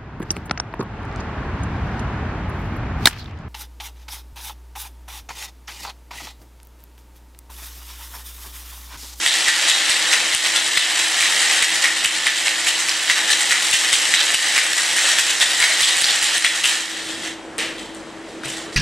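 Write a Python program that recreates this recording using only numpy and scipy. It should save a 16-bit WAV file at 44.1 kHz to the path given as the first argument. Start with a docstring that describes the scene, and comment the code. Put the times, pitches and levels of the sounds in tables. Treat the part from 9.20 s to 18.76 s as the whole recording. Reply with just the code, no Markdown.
"""Ice tumbles in a steel shaker over a cooler's hum, then slams into the tin at the end of each stroke.
The shaker is shaken by hand a few steps from a camera in a bar, then stood up, knocked and twisted.
Random impacts excite damped wall modes; short wavelets make hard cracks and low modes make dull thuds.
Shaped noise and wavering tones form the cooler; sparse decaying echoes form the room.
The camera's gain control holds the hum down while the shaking lasts."""
import sys
import numpy as np
from scipy import signal
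from scipy.fft import rfft, irfft, next_fast_len
from scipy.io import wavfile
from scipy.ndimage import uniform_filter1d

SR = 44100
rng = np.random.default_rng(int(sys.argv[2]) if len(sys.argv) > 2 else 0)


def bounce(signal):
    """Save signal as a 16-bit WAV file at the path given by the first command-line argument."""
    frames = np.transpose(np.atleast_2d(signal))
    limited = np.clip(frames, -1, 1)
    pcm = np.round(limited * 32767).astype(np.int16)
    wavfile.write(sys.argv[1], SR, pcm)


N = 421576

# ice tumbling and sliding along the wall: (time [s], level [dB], brightness [dB])
TUMBLING = [(0.0, -18, 2), (0.45, -16, -0.5), (1.41, -19, 1), (2.21, -15, 1), (2.85, -20, 0),
            (3.91, -20.5, 2), (4.07, -18.5, 0.5), (4.9, -17.5, 3), (5.59, -18.5, 2), (5.91, -14, 0.5),
            (6.12, -19.5, 3), (6.65, -17.5, 2), (7.08, -17.5, -1), (7.24, -21.5, 1), (7.43, -23.5, 3),
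            (7.5, -15.5, 2), (7.67, -26, 0.5), (7.96, -38, 0), (8.08, -32, -0.5), (8.17, -54.5, -3),
            (9.56, -47, -5.5)]
# ice slamming as a stroke turns:
# (time [s], first blow [dB], crowd of cubes [dB], favoured ring [Hz], brightness [dB])
STROKE_SLAMS = [(0.0628, 13, -16, 1940, 2), (0.066, -1, -20, 3700, 3), (0.282, 10, -12.5, 1790, 0),
                (0.486, -1, -14.5, 3460, 10), (0.6946, 5, -18, 2080, 10), (0.715, 12, -16.5, 4430, -2),
                (0.925, -6, -14, 1870, 4), (1.124, -17, -17.5, 1910, 1), (1.1488, 11, -27, 2030, 9),
                (1.3596, -3, -13.5, 3430, 0.5), (1.5727, 14, -14, 3570, -1), (1.7594, -7, -18.5, 2700, 1),
                (1.7923, 7, -14.5, 2590, 3), (2.0086, 9, -20.5, 2400, 13), (2.212, -5, -15, 1680, 0),
                (2.427, 17, -17, 1960, 4), (2.632, 12, -13, 1840, 1.5), (2.846, 16, -20, 2850, 17),
                (2.857, 0, -26, 3000, 1), (3.0676, 18, -13.5, 2240, -2.5), (3.267, 2, -14.5, 2120, 3),
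                (3.472, 7, -15.5, 3050, 6), (3.686, 4, -20, 1680, 7), (3.8798, 18, -23, 1760, -2),
                (3.899, 17, -12.5, 1960, 1), (4.089, 12, -15.5, 1770, 3), (4.117, 9, -15.5, 4000, 6.5),
                (4.3081, 13, -15.5, 1986, 4), (4.323, 9, -25, 1960, 5.5), (4.5123, -4, -35, 2030, 13),
                (4.5315, 18, -10.5, 2800, 3), (4.734, 7, -13.5, 3280, 7), (4.9394, 23, -13, 2020, -19),
                (4.9455, 13, -25, 3890, 1.5), (4.971, 14, -16.5, 3870, -8), (5.0, -2, -13, 3850, -3),
                (5.135, 0, -16.5, 3050, -11), (5.145, 26, -28, 2960, 4.5), (5.346, 0, -16.5, 1910, 3),
                (5.375, 5, -13.5, 2220, 0), (5.5335, 17, -30, 1760, 13), (5.5744, -21, -17.5, 1950, 6),
                (5.772, -6, -17.5, 1890, 7), (5.987, 21.5, -14, 1720, 6.5), (6.2124, 8, -12.5, 3360, 2),
                (6.3993, -1, -15.5, 1880, 4.5), (6.426, 21, -10, 2150, 1), (6.6029, -14, -15.5, 1880, 4),
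                (6.6324, 18, -12.5, 3400, 3), (6.8134, -1, -33, 2770, 25), (6.842, 13, -13.5, 4400, -1),
                (7.027, 7, -17, 2000, 11), (7.1776, -6, -29, 2840, 20), (7.224, 17, -24, 1880, 4),
                (7.247, 18.5, -22, 2070, 4), (7.253, 2, -15, 2770, -2.5), (7.4415, 17, -20, 2950, 0),
                (7.457, 6, -19, 3080, 7)]
# ice bouncing back about 0.1 s after a slam, and sliding on when the shaking stops:
# (time [s], crowd [dB], favoured ring [Hz], brightness [dB])
ICE_REBOUNDS = [(.1, -18.5, 3700, -6), (.14, -21, 3840, 5), (.828, -26, 1940, 6), (1.242, -16, 2400, 1),
                (1.449, -27, 3500, 21), (1.623, -17.5, 2980, -5), (2.31, -14.5, 2100, 0),
                (2.539, -20.5, 1880, 11), (2.779, -24, 2870, 11), (2.949, -21, 4180, 3),
                (3.169, -22.5, 3340, 6), (3.352, -23, 1730, -3), (3.591, -21, 2010, 8),
                (3.97, -15, 1870, -2), (4.198, -22, 2860, 15), (4.428, -21.5, 4100, 10),
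                (4.637, -21, 2000, -3), (4.822, -20, 3030, -1), (5.24, -15.5, 1980, -2),
                (5.299, -26, 1780, -3), (5.886, -20, 1740, 14), (6.088, -19, 2960, 6),
                (6.309, -21, 3780, -1), (6.508, -21, 1860, -2), (6.675, -16, 3870, 1),
                (6.766, -20, 1720, 10), (6.89, -16, 3600, 0), (6.94, -22, 7700, 8), (7.055, -17, 4050, 5),
                (7.14, -18, 1820, 6), (7.349, -20.5, 1700, 5), (7.899, -34, 3500, 3), (8.04, -39, 2800, 2)]
# standing shaker knocked and twisted, its ice shifting:
# (time [s], blow [dB], crowd [dB], favoured ring [Hz], brightness [dB])
STANDING_KNOCKS = [(8.381, -13, -27, 2400, -1), (8.398, -1, -32, 2380, -2), (8.584, -16, -40.5, 3200, 2.5),
                   (8.748, -32, -53.5, 7550, 20), (9.081, -36, -51, 4340, 12),
                   (9.232, -24, -35.5, 1640, -8), (9.248, -5, -37, 2450, 0.5), (9.288, -10, -39, 2940, 10),
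                   (9.314, -12, -39, 3400, 4.5), (9.365, -14, -38, 1550, 4.5), (9.523, -28, -43.5, 4600, 8)]
# single cubes cracking hard: (time [s], knock [dB], knock pitch [Hz], bright edge [dB])
HARD_CRACKS = [(0.063, -2.5, 1970, -14), (0.0634, -1, 3700, -4.5), (0.07, -12, 3400, -16),
               (0.2835, -3, 1940, -4), (0.299, -2, 3080, -15), (0.4855, -6, 2000, -5),
               (0.5099, 3.5, 3940, -20), (0.5153, 5, 3400, -21), (0.6968, -6, 3400, -4),
               (0.7139, -9, 2500, -10), (0.7204, 1, 3480, -14), (0.9297, 2, 2200, -12),
               (0.936, 0.5, 2720, -17), (1.1491, -3.5, 2460, -1), (1.3694, -5, 3280, -11),
               (1.3766, -7, 3400, -19), (1.571, -11, 2900, -12), (1.5747, 4, 2000, -2),
               (2.0078, 0.5, 2330, -4), (2.0271, 1.5, 2140, -18), (2.223, -18, 1800, -4),
               (2.2301, -6, 4050, -13), (2.2999, -5, 2400, -18), (2.361, -9, 2800, -8),
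               (2.4249, 0, 4000, -0.5), (2.429, 0, 2500, -8), (2.437, -4, 2700, -15), (2.651, 1, 2210, -16),
               (2.6566, 0, 2200, -14), (2.8497, 4.5, 2580, -5), (2.857, -1, 2900, -17),
               (2.8596, -8, 1800, 1), (3.0698, 1.5, 2060, -4), (3.0835, -15, 1900, -22),
               (3.282, 1, 2500, -11), (3.4712, -1, 2130, -15), (3.4766, -8, 2700, -14),
               (3.6873, -0.5, 2400, -15), (3.6939, 2, 4860, -19), (3.8987, -1, 1940, -18),
               (3.9165, -3, 2060, -18), (4.1209, -4, 3700, -8), (4.134, 0, 3400, -17),
               (4.309, -9, 2500, -25), (4.3235, 2, 2060, -18), (4.336, -10, 2200, -15),
               (4.513, -19, 2600, -4), (4.5285, -9, 3400, -14), (4.7317, -18, 1900, -3),
               (4.7391, -4, 3300, -4.5), (4.7562, -0.5, 2510, -11), (4.9391, 0.5, 2110, -8),
               (4.9457, -9, 3900, -15), (5.104, -2, 2250, -14), (5.1464, -4, 2800, -1.5),
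               (5.1528, -3, 3400, -17), (5.363, -3, 2720, -15), (5.3788, 5, 2200, -2.5),
               (5.3874, -1, 2240, -24), (5.5317, -4, 3900, -10), (5.767, -17, 3600, -2.5),
               (5.7851, 1, 2030, -24), (5.9862, 1, 3220, -12), (5.9931, -8, 2180, -13),
               (6.2094, -6, 2500, -14), (6.2168, 2, 3840, -15), (6.3998, -11, 2200, -18),
               (6.427, 3, 2200, -8), (6.5109, -9, 2100, -15), (6.622, -8, 4300, -2),
               (6.628, -12, 2620, -12), (6.6352, 0, 4300, -14), (6.6375, -5, 4000, -21),
               (6.769, -12, 2300, -3.5), (6.7803, -4, 3400, -16), (6.815, -9, 3100, -3),
               (6.821, -7, 2500, -2), (6.8365, -1, 4300, -13), (6.843, 2, 4140, -24),
               (6.8495, 2, 4800, -20), (7.0273, -10, 2800, -3.5), (7.057, -2, 3300, -12),
               (7.181, -11, 3500, -2.5), (7.247, 4, 2100, -5), (7.251, -7, 2480, -4.5),
               (7.4428, 0, 2800, -9), (7.449, 0, 2680, -11), (7.4568, 0, 3080, -6),
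               (8.3817, -24, 2800, -14.5), (8.5833, -27, 3600, -34), (8.7479, -33, 4200, -27),
               (9.2358, -20.5, 1500, -33), (9.258, -23, 2300, -22)]
# dull thuds of hand and counter: (time [s], level [dB], frequency [Hz], t60 [s])
DULL_THUDS = [(8.385, -29, 457, 0.069), (8.43, -42, 630, .2), (9.254, -38.5, 138, 0.23)]
# modes of a steel wall damped by hands and liquid: (frequency [Hz], level [dB], t60 [s])
TIN_MODES = [(832, -12.5, 0.02), (1380, -4, 0.006), (1656, -5.5, 0.014), (1880, -2, 0.032),
             (2100, 1, 0.0098), (2400, -5.5, 0.0089), (2770, 2, 0.0089), (3190, 2, 0.013),
             (3850, -0.5, 0.019), (4600, 0.5, 0.008), (5470, 0, 0.0071), (6480, 0.5, 0.0057),
             (7650, -1.5, 0.012), (8490, -3, 0.0081), (9800, -5.5, 0.0038), (11940, -25.5, 0.011)]
# radiation of a small tin, weak in the bass: (frequency [Hz], level [dB])
TIN_RADIATION = [(100, -66), (500, -4.5), (1000, -4), (9000, -2), (13000, -0.5), (16000, -38)]
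# short contacts give no low knock: (frequency [Hz], level [dB])
BLOW_SPECTRUM = [(500, -63), (1400, -6.5), (4000, 1), (8000, -11.5), (14000, -7)]
# spectral balance of cracks: (frequency [Hz], level [dB])
CRACK_SPECTRUM = [(300, -49), (1200, -1.0), (11000, -0.5), (15000, -6)]
# relative spectral density of the room noise: (frequency [Hz], level [dB per Hz])
AIR_SPECTRUM = [(20, -30), (60, -5), (150, 2.5), (300, 11.5), (600, 8), (1000, 3.5), (1800, 2), (2500, -5),
                (5000, -12.5), (8000, -12.5), (11000, -25), (15000, -55)]
# motor tones: (frequency [Hz], level [dB], waver [Hz])
MOTOR_TONES = [(49.8, -66.5, 4.3), (97, -66, 2.5), (201.7, -59.5, 5.5), (325, -44.5, 14)]
# reverberation of the bar: (frequency [Hz], t60 [s])
BAR_DECAY = [(300, 1), (1500, 0.57), (4000, 0.49), (10000, 0.31)]
# scattered sound, opposite at the two ports: (frequency [Hz], level under the common sound [dB])
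PORT_SCATTER = [(40, -21), (90, -8), (200, -13.5), (400, -14.5), (1400, -15.5), (3000, -11.5), (6000, -12),
                (9000, -5), (13000, -5.5)]
# stereo balance: (frequency [Hz], left minus right [dB])
PORT_BALANCE = [(40, 0), (100, 0.5), (300, 1), (1500, .5), (4000, 0.5), (8000, -1.5), (13000, 0)]

HITS_PER_S, SIZE_CAP = 2500, 2.6  # the cap limits an exponential draw
CLINK_SHARE, CLINK_DB, CLINK_T60_S = .03, 4.5, .0035
FAVOUR_DB, FAVOUR_WIDTH = 7.5, .13  # the width is in natural-log frequency
DETUNE = 0.071  # largest fraction by which grip and liquid pull a mode off pitch
TIGHT_DB = 19.5  # above this blow the crowd lands almost at once
SLAM_LEAD_S, SLAM_PEAK_S, SLAM_T60_S = 0.017, 0.011, 0.15
REBOUND_BLOW_DB = 9  # blow over its crowd
REBOUND_LEAD_S, REBOUND_RISE_S, REBOUND_T60_S = 0.018, 0.034, 0.19
KNOCK_LEAD_S, KNOCK_RISE_S, KNOCK_T60_S = 0.0013, 0.0078, 0.49
BLOW_RING_DB = -8.5  # how much the leading cube rings the tin
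KNOCK_CYCLES, EDGE_RING_HZ, EDGE_CYCLES = 1.1, 8200, 2.3  # cycles per decay constant
AIR_DB, AIR_PATCH_DB = -42, 1.2
LIFT_S, LIFT_MOST_DB, DIP_S = 0.16, 4.5, 0.0065  # smoothing times, largest lift
LIMIT_DB, RECOVER_DB_PER_S = 4.5, 90
TREBLE_SENSE, UPPER_DIP = 3, .25  # the limiter hears treble most and dips the lows most
CEILING, EDGE_HZ = .97, 15700


def gain_of(db):
    """Level definition: 20 dB is a tenfold amplitude."""
    return 10 ** (np.asarray(db) / 20)


def evened(x):
    """Normalisation to unit root mean square."""
    return x / np.sqrt(np.mean(x ** 2) + 1e-20)


def read(points, hz):
    """Interpolation along logarithmic frequency."""
    f, value = np.transpose(points)
    return np.interp(np.log(hz + 1), np.log(f + 1), value)


def coloured(x, points):
    """Linear filtering: multiply the spectrum by a frequency response in dB."""
    size = next_fast_len(N + 4096)
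    response = gain_of(read(points, np.fft.rfftfreq(size, 1 / SR)))
    return irfft(rfft(x, size) * response, size)[:N]


def ring(clicks, hz, t60):
    """Modal resonance: each click starts an exponentially dying sine of its own height."""
    r = np.exp(-np.log(1000) / (t60 * SR))
    turn = 2 * np.pi * hz / SR
    return signal.lfilter([0, np.sin(turn)], [1, -2 * r * np.cos(turn), r * r], clicks)


def tin(at, size, spot_hz, focus, bright_db, spread_db, reversed_share):
    """Modal excitation: the place of impact sets each mode's strength and detuning; focus favours one ring."""
    hz, db, t60 = np.transpose(TIN_MODES)
    near = np.exp(-.5 * (np.log(hz / spot_hz[:, None]) / FAVOUR_WIDTH) ** 2)
    treble = np.clip(np.log2(hz / 3500), 0, 1)
    draw = rng.random((len(at), len(TIN_MODES), 3))
    chance = np.sqrt(3) * (2 * draw[..., 0] - 1)  # unit variance
    favour_db = FAVOUR_DB * focus[:, None] * near
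    weight = gain_of(db + favour_db + bright_db[:, None] * treble + spread_db * chance)
    weight *= np.sign(draw[..., 1] - reversed_share)
    mode_energy = np.sum(gain_of(2 * db) * t60) * SR / (4 * np.log(1000))
    weight *= size[:, None] / np.sqrt(mode_energy)
    # a focused hit tunes nearby modes towards its favoured ring; others detune at random
    towards_spot = np.clip(np.round(5 + 5 * (spot_hz[:, None] / hz - 1) / DETUNE), 0, 10)
    anywhere = 1100 * draw[..., 2] % 11
    focused = draw[..., 2] < focus[:, None] * near ** 2
    which = np.where(focused, towards_spot, anywhere).astype(int)
    out = np.zeros(N)
    for k in range(len(TIN_MODES)):
        for v, detune in enumerate(np.linspace(-1, 1, num=11)):
            clicks = np.bincount(at, weight[:, k] * (which[:, k] == v), N)
            out += ring(clicks, hz[k] * (1 + DETUNE * detune), t60[k])
    return coloured(out, TIN_RADIATION)


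def landings():
    """Impact timing: harder slams tighten their crowd; rows add its lead, rise and t60 [s] in time order."""
    rows = []
    for row in STROKE_SLAMS:
        lead = SLAM_LEAD_S / (1 + gain_of(row[1] - TIGHT_DB) ** 2)
        rise = lead + SLAM_PEAK_S * lead / SLAM_LEAD_S * 0 + SLAM_PEAK_S - SLAM_PEAK_S + SLAM_PEAK_S
        rows.append((*row, lead, rise, SLAM_T60_S))
    for s, db, hz, bright in ICE_REBOUNDS:
        shape = REBOUND_LEAD_S, REBOUND_RISE_S, REBOUND_T60_S
        rows.append((s, db + REBOUND_BLOW_DB, db, hz, bright, *shape))
    rows += [(*row, KNOCK_LEAD_S, KNOCK_RISE_S, KNOCK_T60_S) for row in STANDING_KNOCKS]
    return np.transpose(sorted(rows))


def rattle():
    """Random impact process: many small hits and a few larger; each landing brings a crowd that thins out."""
    draw = rng.random((round(HITS_PER_S * N / SR), 4))
    t = draw[:, 0] * (N - 1) / SR
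    s, db, tumble_bright = np.transpose(TUMBLING)
    tumble_power = gain_of(2 * np.interp(t, s, db))
    s0, _, crowd_db, spot_hz, bright, lead, rise, t60 = landings()
    age = t[:, None] - s0 + lead  # the first cubes arrive just ahead of the main blow
    decay_db = -60 * (age - rise).clip(0) / np.clip(t60, .02, 1)
    crowd = gain_of(2 * (crowd_db + decay_db)) * np.clip(age / rise.clip(.002), 0, 1)
    crowd_power = crowd.sum(1)
    power = tumble_power + crowd_power
    share = crowd_power / power
    last = np.clip(np.searchsorted(s0, t + 0.009) - 1, 0, None)  # a landing colours hits from 9 ms ahead
    bright_db = share * bright[last] + (1 - share) * np.interp(t, s, tumble_bright)
    bright_db += 5 * (2 * draw[:, 2] - 1)
    size = evened(gain_of(1.6 * np.minimum(-np.log(draw[:, 1] + 1e-9), SIZE_CAP)))
    size *= np.sqrt(power * SR / HITS_PER_S)
    at = (t * SR).astype(int)
    # a few cubes meet with a dry clink at one of three pitches
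    clink = draw[:, 3] / CLINK_SHARE
    height = gain_of(CLINK_DB) * np.sqrt(power) * np.sign(draw[:, 1] - .5)
    clinks = np.zeros(N)
    for k, hz in enumerate((2300, 3300, 4400)):
        clicks = np.bincount(at, height * (np.floor(3 * clink) == k), N)
        clinks += ring(clicks, hz, CLINK_T60_S)
    hits = tin(at, size, spot_hz[last], share, bright_db, spread_db=4.5, reversed_share=.5)
    return coloured(clinks, TIN_RADIATION) + hits


def cooler():
    """Noise and tonal sources: broad room noise with drifting patches, and motor tones that waver."""
    frames, hz = N // 256 + 5, np.fft.rfftfreq(1024, 1 / SR)
    a, b, patches = rng.standard_normal((frames, 513, 3)).T
    patches = evened(uniform_filter1d(uniform_filter1d(patches, 10, 0), 14, 1))
    spectrum = gain_of(read(AIR_SPECTRUM, hz)[:, None] + AIR_PATCH_DB * patches)
    air = signal.istft((a + 1j * b) * spectrum, nperseg=1024, noverlap=768)[1]
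    out, t = gain_of(AIR_DB) * evened(air[:N]), np.arange(N) / SR
    for f, db, waver in MOTOR_TONES:
        fuzz = evened(ring(rng.standard_normal(N), f, 1.25 / waver))
        tone = np.sqrt(2) * np.sin(2 * np.pi * (f * t + rng.random()))
        out = out + gain_of(db) * (tone + 0.48 * fuzz)
    return out


def blows():
    """Impulsive excitation: the leading cube of each landing starts all modes with the same sign."""
    s, db, _, spot_hz, bright = landings()[:5]
    at, size = (s * SR).astype(int), gain_of(db + BLOW_RING_DB)
    blow = tin(at, size, spot_hz, np.ones(len(s)), bright, spread_db=3.5, reversed_share=0)
    return coloured(blow, BLOW_SPECTRUM)


def cracks():
    """Brief contact: a knock of a cycle or two with a bright edge from cube on cube."""
    out, t = np.zeros(N + 400), np.arange(400) / SR
    for (s, db, hz, edge_db), draw in zip(HARD_CRACKS, rng.random((len(HARD_CRACKS), 2))):
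        edge_hz = EDGE_RING_HZ * (0.947 + 0.24 * draw[0])
        for f, cycles, top_db in (hz, KNOCK_CYCLES, db), (edge_hz, EDGE_CYCLES, edge_db):
            u = t * f / cycles
            envelope = np.sqrt(2 * np.e * u) * np.exp(-u)  # peaks at 1
            wave = np.sin(2 * np.pi * (f * t + draw[1]))
            out[round(s * SR):][:400] += gain_of(top_db) * envelope * wave
    return coloured(out[:N], CRACK_SPECTRUM)


def thuds():
    """Low damped resonance: hand and counter each answer one impulse with a dying sine."""
    return sum(gain_of(db) * ring(np.arange(N) == round(s * SR), hz, t60) for s, db, hz, t60 in DULL_THUDS)


def bar(x):
    """Reverberation: random-sign taps die by band; echo sets cross-fade as the shaker moves."""
    out, turn = np.zeros(N), 2 * np.pi * 2.3 * np.arange(N) / SR
    for k in range(14):
        taps, at = np.zeros(SR), np.arange(200, SR - 20, 20)
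        taps[at + rng.integers(0, 20, len(at))] = rng.choice([-1., 1.], len(at))
        hz, t, z = signal.stft(taps, SR, nperseg=256)
        decay = gain_of(-60 * t / read(BAR_DECAY, hz)[:, None])
        tail = signal.istft(z * decay, SR, nperseg=256)[1]
        # the squared windows sum to 1
        window = np.sqrt(1 / 7) * np.cos((1 + k % 7) * turn + k // 7 * np.pi / 2)
        out += signal.fftconvolve(x * window, tail / np.linalg.norm(tail))[:N]
    return out


def ports(x):
    """Scattering: two close ports share most sound; drifting scatter off the camera body differs."""
    hz, t, z = signal.stft(x, SR, nperseg=256)
    drift = rng.standard_normal((len(t), len(hz), 2)).T
    a, b = (evened(uniform_filter1d(uniform_filter1d(v, size=3, axis=0), size=6, axis=1)) for v in drift)
    scatter = signal.istft(z * (a + 1j * b) / np.sqrt(2), nperseg=256)[1][:N]
    side = coloured(scatter, PORT_SCATTER)
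    half = np.array(PORT_BALANCE) * [1, .5]
    return np.array([coloured(x, half) + side, coloured(x, half * [1, -1]) - side])


def scene():
    """Superposition: direct shaker sound, its echoes and the cooler add at the two ports."""
    shaker = rattle() + blows() + cracks() + thuds()
    return ports(gain_of(-0.5) * shaker + gain_of(-5.5) * bar(shaker) + cooler())


def record(dry):
    """Dynamic compression: slow gain lifts quiet passages, a limiter dips after blows, peaks saturate."""
    power = (dry ** 2).mean(0)
    slow = np.exp(-1 / (LIFT_S * SR))
    mean_power = signal.lfilter([1 - slow], [1, -slow], power, zi=[power[:SR].mean()])[0]
    level_db = 10 * np.log10(mean_power + 1e-12)
    lift_db = np.clip(1.4 * (-19.0 - level_db), -3, LIFT_MOST_DB)

    quick = np.exp(-1 / (DIP_S * SR))
    treble = signal.sosfiltfilt(signal.butter(2, 5500, "high", fs=SR, output="sos"), dry)
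    sensed = dry + TREBLE_SENSE * treble
    peak_db = 20 * np.log10(abs(sensed).max(0) + 1e-6) + lift_db
    fall = np.arange(N) * RECOVER_DB_PER_S / SR
    held_peak_db = np.maximum.accumulate(2 * (peak_db - LIMIT_DB) + fall) - fall  # overshoots twofold
    dip_db = signal.lfilter([1 - quick], [1, -quick], np.maximum(held_peak_db, 0))
    lows = signal.sosfiltfilt(signal.butter(2, 1400, fs=SR, output="sos"), dry)
    held = lows * gain_of(lift_db - dip_db) + (dry - lows) * gain_of(lift_db - UPPER_DIP * dip_db)

    # overload is lopsided and leaves a low thump
    excess = np.clip(abs(sensed) * gain_of(lift_db) - 1.25, 0, .6)
    thump = signal.sosfilt(signal.butter(2, [20, 220], "band", fs=SR, output="sos"), excess)
    held = held + 0.41 * thump
    held = held / (1 + (held / CEILING) ** 10) ** (1 / 10)
    low_pass = signal.firwin(511, EDGE_HZ, window=("kaiser", 9), fs=SR)
    return signal.oaconvolve(held, low_pass[None], "same")


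dry = scene()
out = record(dry)
bounce(out)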